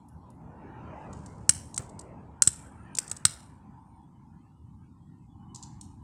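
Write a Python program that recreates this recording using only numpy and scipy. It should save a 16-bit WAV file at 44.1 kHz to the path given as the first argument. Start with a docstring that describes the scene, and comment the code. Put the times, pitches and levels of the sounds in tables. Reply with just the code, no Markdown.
"""Utility lighter in a concrete yard.

A long-nosed lighter is clicked close to a phone: the trigger creaks, the piezo hammer snaps and the
trigger springs back, each snap ringing the plastic case and jolting the hand. House walls echo.
Shoes shift on grit, a sleeve rustles, traffic swells and fades; faint thin high tones come and go.
The phone's limiter flattens the first instant of the loudest snaps."""
import sys
import numpy as np
from scipy import signal
from scipy.fft import rfft, irfft, next_fast_len
from scipy.io import wavfile
from scipy.ndimage import uniform_filter1d, minimum_filter1d, map_coordinates

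SR = 44100
rng = np.random.default_rng(int(sys.argv[2]) if len(sys.argv) > 2 else 0)


def int16_out(signal):
    """Quantize to a 16-bit WAV file."""
    q = np.round(np.clip(np.atleast_2d(signal).T, -1, 1) * 32767)
    wavfile.write(sys.argv[1], SR, q.astype(np.int16))


N = 265923

# Far tyre hum. Each row: time in seconds, relative level in dB.
TYRE_LEVELS = [(0.0, -62.5), (0.32, -61.5), (0.91, -54.5), (1.61, -61), (2.2, -60), (2.54, -64.5),
               (3.04, -61.5), (3.27, -65.5), (3.56, -62), (3.78, -62), (4.55, -70), (5.27, -71),
               (5.48, -61), (5.61, -59.5), (6.03, -65)]
# Passing vehicles. Each row: time when nearest and half length in seconds, rumble, roar and wash in dB.
VEHICLE_PASSES = [(.97, .6, -47, -49.5, -56.5), (2.049, 0.35, -49.5, -53, -64),
                  (2.93, 0.85, -57.5, -61.5, -59), (5.68, .42, -51.5, -84, -77)]
# Traffic and background hiss spectra. 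Each row: frequency in Hz, relative density in dB.
TYRE_SPECTRUM = [(400, -39), (620, -24.5), (780, 2), (900, 5.5), (1040, 0.5), (1200, -11.5), (1450, -23),
                 (2500, -47.5), (6000, -89.5)]
RUMBLE_SPECTRUM = [(20, -12), (35, -15.5), (50, -8), (72, 0.5), (130, -0.5), (200, -3.5), (300, -9),
                   (380, -22), (470, -41), (900, -62.5), (4000, -100)]
ROAR_SPECTRUM = [(150, -11.5), (300, 1.5), (450, -0.5), (650, -1.5), (900, -6.5), (1300, -12.5),
                 (2500, -47.5), (6000, -92.5)]
WASH_SPECTRUM = [(500, -29), (900, -1), (1350, 1.5), (1750, -2), (2100, -7.5), (2900, -12.5), (3600, -29),
                 (7000, -32.5), (11000, -66.5)]
FLICKER_SPECTRUM = [(700, -24), (1300, 1), (1900, -8.5), (3100, -10.5), (5000, -23), (9000, -23.5),
                    (12000, -41.5)]
HISS_SPECTRUM = [(100, 0), (3000, -4.5), (8500, 4.5), (10000, -1.5), (12500, -7), (13500, -16),
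                 (16000, -16.5)]
# Grit under a shoe. Each row: start in seconds, level in dB, pitch in Hz, rattle time in seconds.
GRIT_CRACKS = [(0.0848, -63.5, 9600, 0.006), (.3022, -61, 8700, 0.003), (1.1298, -49, 7200, 0.0046),
               (1.261, -45.5, 7500, 0.0025), (5.5466, -41.5, 6940, 0.0041), (5.559, -36.5, 7100, 0.0013),
               (5.6263, -39.5, 7000, 0.0019), (5.634, -42, 6600, 0.0036), (5.8118, -38.5, 7520, 0.0018)]
# Stick-slip spectrum. Each row: ratio of frequency to pitch, relative density in dB.
SLIP_SPECTRUM = [(.1, -54), (.35, -23.5), (0.531, -9), (.8, -3), (1.098, 5), (1.3, -8), (1.5, -20.5),
                 (1.847, -34), (2.199, -54.5)]
# Wall reflections. Each row: delay in seconds, gain in dB.
WALL_ECHOES = [(0.0143, -22), (0.029, -34), (0.0425, -31.5), (0.0559, -32.5), (.0603, -36.5), (0.068, -41),
               (0.0855, -37.5)]
# Yard tail colour. Each row: frequency in Hz, relative level in dB.
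TAIL_SPECTRUM = [(300, -5.5), (2000, 7), (5500, 2), (8100, -4), (10000, 1), (15000, 4.5)]
# Yard tail decay. Each row: frequency in Hz, T60 in seconds.
TAIL_T60 = [(200, 0.45), (1500, 0.53), (5000, .41), (8000, .48), (12000, 0.5), (16000, .38)]
# Sleeve rubbing. Each row: frequency in Hz, relative density in dB.
CLOTH_SPECTRUM = [(2000, -20), (4500, -6.5), (8000, 0.5), (9300, -3), (10500, -20), (14000, -38.5)]
# Hammer and trigger snaps. Each row: start in seconds, level in dB, relative ring, clack and jolt in dB.
LIGHTER_SNAPS = [(1.4928, -3, -2, -3, -19), (1.7778, -18, -5, -6, -18), (2.4213, -4.5, -7.5, 1, -33.5),
                 (2.4740, -5, -2, 0, -17), (2.9859, -13.5, -8.5, 0, -32),
                 (3.1139, -20.5, -3.5, -7.5, -20.5), (3.2521, -4, -1.5, -1.5, -18)]
# Crack of a snap. Each row: frequency in Hz, relative density in dB.
CRACK_SPECTRUM = [(100, -29.5), (400, -21.5), (1000, -20.5), (1400, -13), (2200, -19), (3200, -19),
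                  (4200, -13), (5700, -5), (6800, -5), (8100, 4.5), (9200, -2), (10500, -14.5),
                  (12000, -25), (15500, -31.5)]
# Plastic clack, stronger in hard strikes. Each row: frequency in Hz, multiplier of the snap's clack dB.
CLACK_WEIGHTS = [(2500, 0.5), (4200, 1.5), (6000, 1.84), (7500, 1.5)]
# Case and steel nose modes. Each row: frequency in Hz, relative level in dB, T60 in seconds.
CASE_MODES = [(1424, -23, 0.024), (1720, -27.5, 0.022), (2860, -27, 0.025), (3980, -23.5, 0.022),
              (4800, -21.5, 0.015), (5619, -15.5, 0.029), (5740, -13.5, 0.018), (6790, -14.5, 0.0059),
              (7416, -9.5, 0.02), (8090, 0, 0.027), (8820, -3, .016), (8600, -9, 0.016), (9300, -18, 0.039),
              (9480, -22, 0.022)]
# Slips in a slow press. Each row: lead in seconds, level in dB re the snap, rattle time in seconds.
CREAK_SLIPS = [(.035, -18.5, 0.0029), (0.016, -21.5, 0.0049)]
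# Loose trigger ticks. Each row: start in seconds, level in dB.
TRIGGER_TICKS = [(1.8934, -53.5), (1.9921, -40.5), (2.011, -51), (3.1652, -40.5)]
# Faint high tones. Each row: start and length in seconds, pitch in Hz, mid-swell level in dB.
FAINT_TONES = [(2.598, 0.48, 9020, -75), (3.762, 0.34, 9000, -84), (5.305, 0.43, 2983, -78)]


def amp(db):
    """Decibels to gain."""
    return 10 ** (np.asarray(db) / 20)


def unit(x):
    """Scale to rms 1."""
    return x / np.sqrt(np.mean(x ** 2) + 1e-20)


def along(points, hz):
    """Interpolate (Hz, value) points on a log axis."""
    knots_hz, values = np.transpose(points)
    return np.interp(np.log(hz + 1e-6), np.log(knots_hz), values)


def wobble(rate_hz, size=N):
    """Smooth random curve with knots at rate_hz."""
    knots = rng.standard_normal(int(size * rate_hz / SR) + 4)
    return map_coordinates(knots, [np.arange(size) * rate_hz / SR])


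def add(track, start_s, sound):
    """Mix a sound into the track."""
    span = track[round(start_s * SR):][:len(sound)]
    span += sound[:len(span)]


def coloured(x, spectrum):
    """Minimum-phase filter from (Hz, dB) points."""
    n_fft = 2 * next_fast_len(len(x))
    gain = amp(along(spectrum, np.fft.rfftfreq(n_fft, 1 / SR)))
    cepstrum = irfft(np.log(gain), n_fft)
    cepstrum[1:n_fft // 2] *= 2
    cepstrum[n_fft // 2 + 1:] = 0
    return irfft(rfft(x, n_fft) * np.exp(rfft(cepstrum)), n_fft)[:len(x)]


def rush(spectrum, patchy_db):
    """Coloured noise with patches of random gain; rms 1."""
    bins = signal.stft(rng.standard_normal(N), nperseg=1024)[2]
    field = uniform_filter1d(rng.standard_normal(bins.shape), size=5, axis=0)
    field = uniform_filter1d(field, size=9, axis=1)
    noise = signal.istft(bins * amp(patchy_db * unit(field)))[1][:N]
    return unit(coloured(noise, spectrum))


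def flutter(spectrum, depth_db):
    """Noise flickering in narrow, short-lived bands; rms 1."""
    bins = signal.stft(rng.standard_normal(N), nperseg=1024)[2]
    field = rng.standard_normal(bins.shape)
    for _ in range(2):
        field = uniform_filter1d(uniform_filter1d(field, size=3, axis=0), size=5, axis=1)
    gain_db = depth_db * 2 * np.tanh(unit(field) / 2)
    noise = signal.istft(bins * amp(gain_db))[1][:N]
    return unit(coloured(noise, spectrum))


def tyres():
    """Far tyres hum throughout."""
    road_db = np.interp(np.arange(N) / SR, *np.transpose(TYRE_LEVELS))
    return amp(road_db + 1) * flutter(TYRE_SPECTRUM, depth_db=3.5)


def flickering_hiss():
    """Faint hiss flickers in narrow, short-lived bands."""
    return amp(-80) * flutter(FLICKER_SPECTRUM, depth_db=16)


def vehicles():
    """Engine rumble, roar and road wash swell with each pass; treble fades first with distance."""
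    nearest_s, half_s, rumble_db, roar_db, wash_db = np.transpose(VEHICLE_PASSES)[:, :, None]
    distance_sq = 1 + ((np.arange(N) / SR - nearest_s) / half_s) ** 2

    def swell(db, fall_db):
        return np.linalg.norm(amp(db - fall_db * np.log10(distance_sq)), axis=0)

    rumble_floor, roar_floor = amp(-52.5), amp(-82.5)
    rumble_gain = np.hypot(swell(rumble_db, fall_db=13.5), rumble_floor) * amp(1.207 * wobble(11))
    roar_gain = np.hypot(swell(roar_db, fall_db=36), roar_floor)
    rumble = rumble_gain * rush(RUMBLE_SPECTRUM, patchy_db=2)
    roar = roar_gain * rush(ROAR_SPECTRUM, patchy_db=2.5)
    wash = swell(wash_db, fall_db=62) * flutter(WASH_SPECTRUM, depth_db=6.5)
    return rumble + roar + wash


def chatter(t, rattle_s, t60_s, spectrum):
    """Parts rattle, then settle; total energy equals rms 1 over rattle_s."""
    contacts = rng.choice([-1, 1], len(t)) * amp(-60 * np.maximum(t - rattle_s, 0) / t60_s)
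    burst = coloured(contacts, spectrum)
    return burst * np.sqrt(rattle_s * SR) / np.linalg.norm(burst)


def slips(events, t60_s):
    """Surfaces stick and slip in short ticks."""
    track, t = np.zeros(N), np.arange(SR // 20) / SR
    for start_s, db, pitch_hz, rattle_s in events:
        spectrum = [(ratio * pitch_hz, level_db) for ratio, level_db in SLIP_SPECTRUM]
        add(track, start_s, amp(db) * chatter(t, rattle_s, t60_s, spectrum))
    return track


def grit(crumb_db=-16.5, mean_lag_s=0.02, crumb_s=0.001):
    """Grains crack under a sole; each sheds three crumbs."""
    crumbs = [(start_s + lag_s, db + crumb_db, hz, crumb_s)
              for start_s, db, hz, _ in GRIT_CRACKS
              for lag_s in mean_lag_s * rng.exponential(size=3)]
    return slips(list(GRIT_CRACKS) + crumbs, t60_s=0.021)


def yard_response(tail_db, build_s=0.0051):
    """Distinct wall echoes over a grainy, scattered tail."""
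    scatter = rng.standard_normal(SR // 2) * amp(3 * wobble(500, size=SR // 2))
    hz, t, bins = signal.stft(scatter, SR, nperseg=256)
    gain_db = along(TAIL_SPECTRUM, hz)[:, None] - 60 * t / along(TAIL_T60, hz)[:, None]
    tail = signal.istft(bins * amp(gain_db))[1]
    tail *= 1 - np.exp(-np.arange(len(tail)) / SR / build_s)
    response = amp(tail_db) * tail / np.linalg.norm(tail)
    for delay_s, db in WALL_ECHOES:
        response[round(delay_s * SR)] += amp(db)
    return response


def yard(x, tail_db):
    """Yard reflections; the sources move, so each half second gets a new tail."""
    track, step = np.zeros(N), SR // 2
    for start in range(0, N, step):
        block = x[start:start + step]
        if block.any():
            add(track, start / SR, signal.fftconvolve(block, yard_response(tail_db)))
    return track


def sleeve(start_s, end_s, db):
    """Cloth and skin rub as the arm brings the lighter forward."""
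    track, n = np.zeros(N), round((end_s - start_s) * SR)
    friction = rng.standard_normal(n) * amp(3 * wobble(300, size=n))
    envelope = amp(db + 2.5 * wobble(15, size=n)) * np.hanning(n)
    add(track, start_s, envelope * unit(coloured(friction, CLOTH_SPECTRUM)))
    return track


def snaps(rattle_s=0.0013, ring_rise_s=0.00069):
    """Sprung hammer or trigger rattles home, rings the case and jolts the hand."""
    track, t = np.zeros(N), np.arange(SR // 10) / SR
    for start_s, db, ring_db, clack_db, jolt_db in LIGHTER_SNAPS:
        spectrum = [(hz, band_db + clack_db * along(CLACK_WEIGHTS, hz))
                    for hz, band_db in CRACK_SPECTRUM]
        crack = chatter(t, rattle_s, t60_s=0.018, spectrum=spectrum)
        ring = np.zeros(len(t))
        for hz, mode_db, t60_s in CASE_MODES:
            envelope = amp(mode_db + rng.normal(0, 1) - 60 * t / t60_s)
            ring += envelope * np.sin(2 * np.pi * (hz * t + rng.random()))
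        snap = crack + amp(ring_db - 0.5) * ring * (1 - np.exp(-t / ring_rise_s))
        snap *= np.sqrt(rattle_s * SR) / np.linalg.norm(snap)
        thump = amp(jolt_db) * jolt(t, start_hz=194, end_hz=75.6, t60_s=0.051)
        add(track, start_s, amp(db) * (snap + thump))
    return track


def jolt(t, start_hz, end_hz, t60_s, glide_s=0.0042):
    """A push through the hand, slowing as the flesh takes it up."""
    hz = end_hz + (start_hz - end_hz) * np.exp(-t / glide_s)
    return -np.sin(2 * np.pi * np.cumsum(hz) / SR) * amp(-60 * t / t60_s)


def trigger(pitch_hz=7500, tick_s=0.0054, slow_press_db=-10):
    """Trigger creaks before the soft snap of a slow press and ticks as the finger eases."""
    creaks = [(snap_s - lead_s, snap_db + db, pitch_hz, rattle_s)
              for snap_s, snap_db, *_ in LIGHTER_SNAPS if snap_db < slow_press_db
              for lead_s, db, rattle_s in CREAK_SLIPS]
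    ticks = [(start_s, db, pitch_hz, tick_s) for start_s, db in TRIGGER_TICKS]
    return slips(creaks + ticks, t60_s=0.013)


def hand_bump(start_s, db, rise_s=0.0035):
    """The hand knocks softly on the phone: a push and a dull rub."""
    track, t = np.zeros(N), np.arange(SR // 10) / SR
    push = jolt(t, start_hz=130, end_hz=117, t60_s=0.036) * (1 - np.exp(-t / rise_s))
    rub = chatter(t, rattle_s=0.0038, t60_s=0.18,
                  spectrum=[(60, -15), (200, -7), (500, -9.5), (1500, -20), (6000, -44)])
    add(track, start_s, amp(db) * (push + amp(-14.5) * rub))
    return track


def faint_tones(bandwidth_ratio=0.02):
    """Thin, unsteady high tones swell and fade."""
    track = np.zeros(N)
    for start_s, length_s, hz, db in FAINT_TONES:
        t = np.arange(round(length_s * SR)) / SR
        tone = unit(wobble(bandwidth_ratio * hz, size=len(t)) * np.sin(2 * np.pi * hz * t))
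        add(track, start_s, amp(db) * np.sin(np.pi * t / length_s) * tone)
    return track


def scene():
    """Mono mix: lighter near and fairly dry, shoes farther off with more yard tail."""
    background = tyres() + flickering_hiss() + vehicles()
    background += amp(-85.5) * rush(HISS_SPECTRUM, patchy_db=3.4) + faint_tones()
    rustle = sleeve(start_s=0.75, end_s=2.2, db=-71)
    lighter, shoes = snaps() + trigger(), grit()
    near = lighter + yard(lighter, tail_db=-18.5) + hand_bump(start_s=1.7935, db=-22.5) + rustle
    far = shoes + yard(shoes, tail_db=-5.5)
    return (near + far + background)[None]


def limiter(x, ceiling, window_samples):
    """Gain ducks smoothly around each peak above the ceiling."""
    needed_gain = ceiling / np.maximum(np.abs(x), ceiling)
    return x * uniform_filter1d(minimum_filter1d(needed_gain, window_samples), window_samples)


def record(dry):
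    """Phone: bass cut, peak limiter, band limit."""
    low_hz, top_hz, edge_hz = 38, 15900, 600
    highpassed = signal.sosfilt(signal.butter(2, low_hz, "highpass", fs=SR, output="sos"), dry)
    limited = limiter(highpassed, ceiling=0.92, window_samples=25)
    n_fft = next_fast_len(N + SR // 2)
    passband = np.clip((top_hz - np.fft.rfftfreq(n_fft, 1 / SR)) / edge_hz + 0.5, 0, 1)
    return irfft(rfft(limited, n_fft) * passband ** 2, n_fft)[:, :N]


dry = scene()
out = record(dry)
int16_out(out)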